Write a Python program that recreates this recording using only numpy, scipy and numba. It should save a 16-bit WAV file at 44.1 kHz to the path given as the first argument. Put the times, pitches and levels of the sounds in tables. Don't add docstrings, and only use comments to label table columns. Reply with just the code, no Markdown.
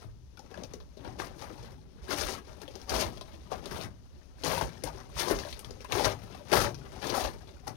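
import sys
import numpy as np
from scipy import signal
from scipy.fft import rfft, irfft, next_fast_len
from scipy.io import wavfile
from scipy.ndimage import uniform_filter1d
from numba import njit

SR = 44100
rng = np.random.default_rng(int(sys.argv[2]) if len(sys.argv) > 2 else 0)


def transcribe(signal):
    frames = np.atleast_2d(signal).T
    limited = np.clip(frames, -1, 1)
    pcm = np.round(limited * 32767).astype(np.int16)
    wavfile.write(sys.argv[1], SR, pcm)


N = 342304


def undb(db):
    return 10 ** (np.asarray(db) / 20)


def on_log(hz, table, axis=1):
    table = np.array(table)
    return np.interp(np.log(np.maximum(hz, 1)), np.log(table[:, 0]), table[:, axis])


def colour(x, table, axis=1):
    size = next_fast_len(N)
    gain = undb(on_log(np.fft.rfftfreq(size, 1 / SR), table, axis))
    return irfft(rfft(x, size) * gain, size)[:N]


def walk(rate):
    k = int(SR / rate)
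    held = np.repeat(rng.standard_normal(N // k + 1), k)
    return uniform_filter1d(held, k)[:N]


@njit
def ring(n, start, turn, decay, size, rise):
    out = np.zeros(n)
    for k in range(len(start)):
        z, p = size[k] + 0j, np.exp(1j * turn[k] - decay[k])
        soft, q = 1., np.exp(-rise * decay[k])
        for i in range(start[k], min(n, start[k] + int(6 / decay[k]))):
            out[i] += z.imag * (1 - soft)
            z, soft = z * p, soft * q
    return out


def ticks(s, hz, t60, size, rise=7.9):
    start = (s * SR).astype(np.int64)
    return ring(N, start, 2 * np.pi * hz / SR, np.log(1000) / (t60 * SR), size, 1. * rise)


# pitch_hz, left_db, right_db [dB per Hz]
STILL_AIR = [(20, -57, -107), (44, -71, -73.5), (67.5, -67.5, -64.5), (110, -83, -93), (275, -90.5, -102),
             (820, -99.5, -115), (1980, -108, -120), (6300, -104, -128), (7360, -118, -133),
             (10200, -114, -130), (14500, -124, -125)]


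def still_air(swell_db=2.5, swell_hz=3.8):
    ports = []
    for column in (1, 2):
        noise = colour(rng.standard_normal(N), STILL_AIR, axis=column) * np.sqrt(SR / 2)
        ports.append(noise * undb(swell_db * walk(swell_hz)))
    return np.array(ports)


# start_s (weight lands), rise_s, hold_s, level_db (grit, relative),
# change_db (grit, over the hold), coarse_db (coarse stones above grit)
STEPS = [(0.512, 0.04, 0.1, -68.5, 4, 16.5), (1.049, 0.11, 0.14, -60, -14, 15.5),
         (1.198, 0.03, 0.11, -45, -13, 9), (1.399, 0.098, 0.088, -52.5, -1.5, 11.5),
         (2.108, 0.097, 0.03, -44.5, 4.5, 7.5), (2.178, 0.038, 0.17, -34.5, -13.5, 3),
         (2.617, 0.028, 0.037, -48.5, -20, 4), (2.9, 0.049, 0.13, -41.5, 5, 7),
         (3.518, 0.034, 0.031, -47, -8, 12), (3.671, 0.16, 0.14, -52.5, 7, 8),
         (4.441, 0.012, .2, -38, -6.5, 6), (4.837, 0.009, 0.18, -54, -8.5, 8.5),
         (5.188, 0.054, 0.046, -33, -5.5, 0), (5.307, 0.083, 0.023, -31.5, -8.5, 9.5),
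         (5.38, .03, 0.14, -51.5, 2.5, -25), (5.926, 0.045, 0.13, -37, 3.5, 9.5),
         (6.534, 0.061, 0.087, -31.5, -1.5, 8.5), (7.077, 0.32, 0.053, -44, -3, 10),
         (7.152, 0.033, 0.1, -36, -2, 6.5), (7.678, 0.011, 0.023, -45.5, -13, 13.5)]
# start_s, level_db (grit, relative)
SHUFFLE = [(0, -56.5), (0.25, -94), (0.45, -64), (0.92, -68.5), (1.6, -58.5), (1.9, -76), (2.05, -61.5),
           (2.8, -59.5), (3.42, -64.5), (3.9, -70.5), (4.35, -70), (4.42, -57), (5.1, -60.5), (5.75, -59),
           (6.4, -57), (6.85, -62.5), (7.76, -63)]
SHUFFLE_COARSE_DB = 5
RISE_DB, RELEASE_DB_PER_S = 30, 253
COARSE_GROWTH_DB_PER_S = 10
MIDDLE_LOAD_DB = -41


def load(s):
    start, rise, hold, db, change_db, coarse_db = (c[:, None] for c in np.transpose(STEPS))
    since = s - start
    grit = db + RISE_DB * np.minimum(since, 0) / rise
    grit = grit + change_db * np.clip(since / hold, 0, 1)
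    grit = grit - RELEASE_DB_PER_S * np.maximum(since - hold, 0)
    coarse = grit + coarse_db + COARSE_GROWTH_DB_PER_S * np.maximum(since, 0)
    shuffle = np.interp(s, *np.transpose(SHUFFLE))

    def total(steps, under):
        return 10 * np.log10(np.sum(undb(steps) ** 2, axis=0) + undb(under) ** 2)

    grit_db = total(grit, shuffle)
    return grit_db, total(coarse, shuffle + SHUFFLE_COARSE_DB) - grit_db


# pitch_hz, level_db (relative)
STONES = [(70, 10), (160, -7), (420, 0.5), (850, 0.5), (1600, -5.5), (3000, -5), (6000, -1.5),
          (10000, -11.5), (16000, -22)]
COARSE_HZ = 1800


def stone_size(hz, coarse_db):
    coarse = 1 / (1 + (hz / COARSE_HZ) ** 4)
    return hz / 1000 * undb(on_log(hz, STONES) + coarse * coarse_db)


def pitch(u):
    return STONES[0][0] * (STONES[-1][0] / STONES[0][0]) ** u


def bursts(per_s=70, fade_s=0.017, rest=0.36):
    slips = (rng.random(N) < per_s / SR) * rng.random(N)
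    fading = signal.lfilter([1], [1, -np.exp(-1 / (fade_s * SR))], slips)
    level = np.log(rest + fading)
    return (level - level.mean()) / level.std()


DEEP_HZ, DEEP_PER_DB, FINE_HZ, FINE_PER_DB = 326, -0.75, 7950, 0.27


def gravel(count=50000, cycles=9.45, scatter_db=2.0, slip_db=3.0, patch_db=2.6, gain_db=-3):
    when, size_u, large_u, clear_u = rng.random((count, 4)).T
    size_u = np.maximum(size_u, 1e-3)
    s, hz = when * N / SR, pitch(size_u ** .35)
    thin = size_u ** .325
    grit_db, coarse_db = load(s)
    index, octave = (s * SR).astype(int), np.log2(hz / STONES[0][0]).astype(int)
    large_db = scatter_db * np.minimum(-np.log(1 - large_u), 4.)
    patches = np.array([walk(40) for _ in range(8)])
    slips_db = slip_db * bursts()[index] + patch_db * patches[octave, index]
    deep = DEEP_PER_DB / (1 + (hz / DEEP_HZ) ** 4)
    fine = FINE_PER_DB / (1 + (FINE_HZ / hz) ** 4)
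    db = grit_db + (deep + fine) * (grit_db - MIDDLE_LOAD_DB) + slips_db + large_db + gain_db
    long = 4 ** (clear_u - .5)
    size = stone_size(hz, coarse_db) * undb(db) / thin / np.sqrt(long)
    return ticks(s, hz, cycles * long / hz, size)


# start_s, level_db (relative), pitch_hz
THUDS = [(0.048, -31.5, 112), (2.111, -27.5, 280), (3.785, -33, 167), (4.471, -23, 163), (4.84, -31, 133),
         (5.156, -33, 139), (5.347, -32, 93.5), (5.932, -24.5, 110), (6.059, -26, 110)]


def thuds(t60=0.14, gain_db=3):
    s, db, hz = np.transpose(THUDS)
    return ticks(s, hz, t60 + 0 * s, undb(db + gain_db), rise=2.3)


# start_s, level_db (relative)
JOLTS = [(0.068, -31), (2.015, -30), (2.24, -25), (2.934, -24.5), (4.853, -30), (4.929, -32.5),
         (5.148, -28), (5.32, -36), (5.903, -31), (6.624, -36), (7.244, -24.5)]
BUMP_HZ, BUMP_T60_S = 54.7, 0.14
BUMP_PER_DB = 0.6


def bumps(count=400, small_db=-50, scatter_db=9.0, right_db=5, clear_right_db=8):
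    s, db = np.transpose(JOLTS)
    ports = []
    for side in (1, -1):
        when, pitch_u, large_u = rng.random((count, 3)).T
        small_s = when * N / SR
        small = small_db + BUMP_PER_DB * (load(small_s)[0] - MIDDLE_LOAD_DB)
        small = small - side * right_db / 2 + scatter_db * np.minimum(-np.log(1 - large_u), 3)
        at = np.r_[s, small_s]
        hz = BUMP_HZ * np.r_[.8 + .5 * rng.random(len(s)), .6 + 1.1 * pitch_u]
        size = undb(np.r_[db - side * clear_right_db / 2, small])
        ports.append(ticks(at, hz, BUMP_T60_S + 0 * at, size, rise=1.36))
    return np.array(ports)


def loose_stones(count=150, above_db=9, buried_db=-45):
    when, level_u, body_u, grit_u = rng.random((count, 4)).T
    s = when * N / SR
    db = np.minimum(load(s)[0], buried_db) + above_db + 8 * level_u
    return np.transpose([s, db, 350 * 5 ** body_u, -6 + 0 * s, 2500 * 4 ** grit_u])


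# start_s, level_db (relative), pitch_hz (body, about),
# grit_db (share of grit, relative), grit_hz
ROCKS = [(0.372, -41.5, 1380, -2, 3860), (0.393, -37, 827, -7.5, 6100), (0.513, -36, 463, -9, 2510),
         (0.542, -34.5, 1520, -11, 5530), (0.575, -34, 560, -9, 2560), (0.635, -34, 472, -0.5, 5250),
         (0.736, -33, 417, -4, 5600), (0.802, -43, 1060, -3.5, 3660), (0.97, -35.5, 363, -9.5, 4140),
         (1.047, -28, 864, -14.5, 3440), (2.109, -25, 1376, -18, 2650), (2.324, -38, 497, 4.5, 6100),
         (2.679, -35.5, 516, -3.5, 3480), (2.755, -34, 396, -3.5, 5450), (2.816, -48, 900, 6, 4500),
         (2.895, -29, 334, 4, 5650), (3.173, -40, 603, 0, 3500), (3.211, -30.5, 602, -3, 3370),
         (3.474, -42, 577, -8.5, 3100), (3.517, -21, 693, -20, 6290), (3.658, -33.5, 380, 3.5, 3250),
         (4.436, -21.5, 485, -6, 3550), (4.532, -20, 880, -32, 3940), (4.576, -20.5, 875, -23, 2850),
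         (4.611, -17, 883, -20, 5800), (4.837, -24.5, 479, 2, 9500), (4.875, -29, 884, -20, 2920),
         (5.165, -30.5, 1120, -17, 5300), (5.389, -28.5, 455, 2.5, 5500), (5.449, -29.5, 597, -8, 4000),
         (5.527, -42.5, 430, 12.5, 4260), (5.593, -47.5, 430, 15, 10900), (5.646, -43.5, 447, 7.5, 3090),
         (5.707, -34.5, 430, -6, 5560), (5.805, -41, 450, 0.5, 2820), (5.846, -32, 1000, -1, 2200),
         (5.922, -28.5, 517, 11, 2450), (6.069, -21.5, 960, -18, 4000), (6.346, -35.5, 685, -6, 3000),
         (6.518, -20, 410, -1.5, 3160), (6.745, -47, 300, 9.5, 5160), (7.07, -39, 440, 6, 4800),
         (7.097, -31.5, 415, 8, 4670), (7.139, -20, 896, -25, 2810), (7.177, -18.5, 750, -19, 4500),
         (7.67, -30.5, 820, -10, 11200)]


def knocks(rows, count=70, cycles=16, chips_db=-6, chips_t60=0.11, crowd=2.6, spread=0.38,
           broad_db=-7, side_db=8.5, body_cycles=30):
    s, db, hz, grit_db, grit_hz = (c[:, None] for c in np.transpose(rows))
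    when, pitch_u = rng.random((len(rows), 2, count)).transpose(1, 0, 2)
    modes = hz * np.array([.62, 1, 1.08, 1.7]) * (0.967 + 0.064 * pitch_u[:, :4])
    struck = s + 0.00412 * when[:, :4] ** 2
    body_t60 = body_cycles / np.sqrt(1000 * modes)
    body_size = undb(db - side_db * np.abs(np.log2(modes / hz)))
    body = ticks(struck.ravel(), modes.ravel(), body_t60.ravel(), body_size.ravel(), rise=7.4)
    late = when ** crowd * chips_t60 / 2
    chip_hz = pitch(.5 + .5 * pitch_u)
    near = np.exp(-(np.log2(chip_hz / grit_hz) / spread) ** 2) + undb(broad_db)
    size = near * stone_size(chip_hz, 0) * undb(db + grit_db + chips_db - 60 * late / chips_t60)
    spray = ticks((s + late).ravel(), chip_hz.ravel(), cycles / chip_hz.ravel(), size.ravel(), rise=9.4)
    return body + spray


# pitch_hz, t60_s
TUNNEL = [(110, 0.97), (300, 0.22), (1400, 0.14), (4000, 0.03), (10000, 0.16)]
TUNNEL_DB = -3
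GRIP_LAG_S, GRIP_DIRECT = .0002, .2


def walls():
    t = np.arange(SR // 2) / SR
    tail = 0
    for hz in 63 * 2. ** np.arange(8):
        top = min(hz * np.sqrt(2) * (1 + (hz > 8000)), .45 * SR)
        band = signal.butter(2, [hz / np.sqrt(2), top], "bandpass", fs=SR, output="sos")
        common, own = signal.sosfilt(band, rng.standard_normal((2, len(t))))
        t60, apart = on_log(hz, TUNNEL), min(np.sqrt(hz / 1300), 1)
        fade = undb(TUNNEL_DB - 60 * t / t60) * np.minimum(t / 0.0048, 1) / np.sqrt(t60 * SR / 14)
        right = np.sqrt(1 - apart ** 2) * common + apart * own
        tail = tail + fade * np.array([common, right])
    tail[0, 0] += 1
    tail[1, 0] += GRIP_DIRECT
    lag = int(GRIP_LAG_S * SR * 2 * rng.random())
    tail[1] = np.roll(tail[1], lag)
    return tail


# pitch_hz, width_hz, level_db
TUNNEL_MODES = [(393.6, 15, -1.5)]


def tunnel(x, count=9, hold_s=.03):
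    hold = int(hold_s * SR)
    place = np.repeat(rng.integers(count, size=N // hold + 1), hold)[:N]
    heard = 0
    for k in range(count):
        here = x * uniform_filter1d(1. * (place == k), hold // 2)
        heard = heard + signal.fftconvolve(here[None], walls(), axes=1)[:, :N]
    for hz, width, db in TUNNEL_MODES:
        heard = heard + undb(db) * signal.lfilter(*signal.iirpeak(hz, hz / width, fs=SR), x)
    return heard


# pitch_hz, width_hz, depth [0-1]
PORT_NOTCH = (7547, 2180, 0.85)
# pitch_hz, level_db
GRIP = [(60, -8), (130, -9.5), (380, -13.5), (2400, -12.5), (3600, -16), (4300, -31), (5500, -35),
        (7500, -42), (15000, -27)]


def scene():
    stones = gravel() + thuds() + knocks(loose_stones(), count=30) + knocks(ROCKS)
    left, right = tunnel(stones)
    hz, width, depth = PORT_NOTCH
    left = left - depth * signal.lfilter(*signal.iirpeak(hz, hz / width, fs=SR), left)
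    return np.array([left, colour(right, GRIP)]) + bumps() + still_air()


def record(dry):
    dry = signal.sosfilt(signal.butter(3, 42, "highpass", fs=SR, output="sos"), dry)
    return signal.sosfilt(signal.ellip(10, .2, 70, 15850, fs=SR, output="sos"), dry)


dry = scene()
out = record(dry)
transcribe(out)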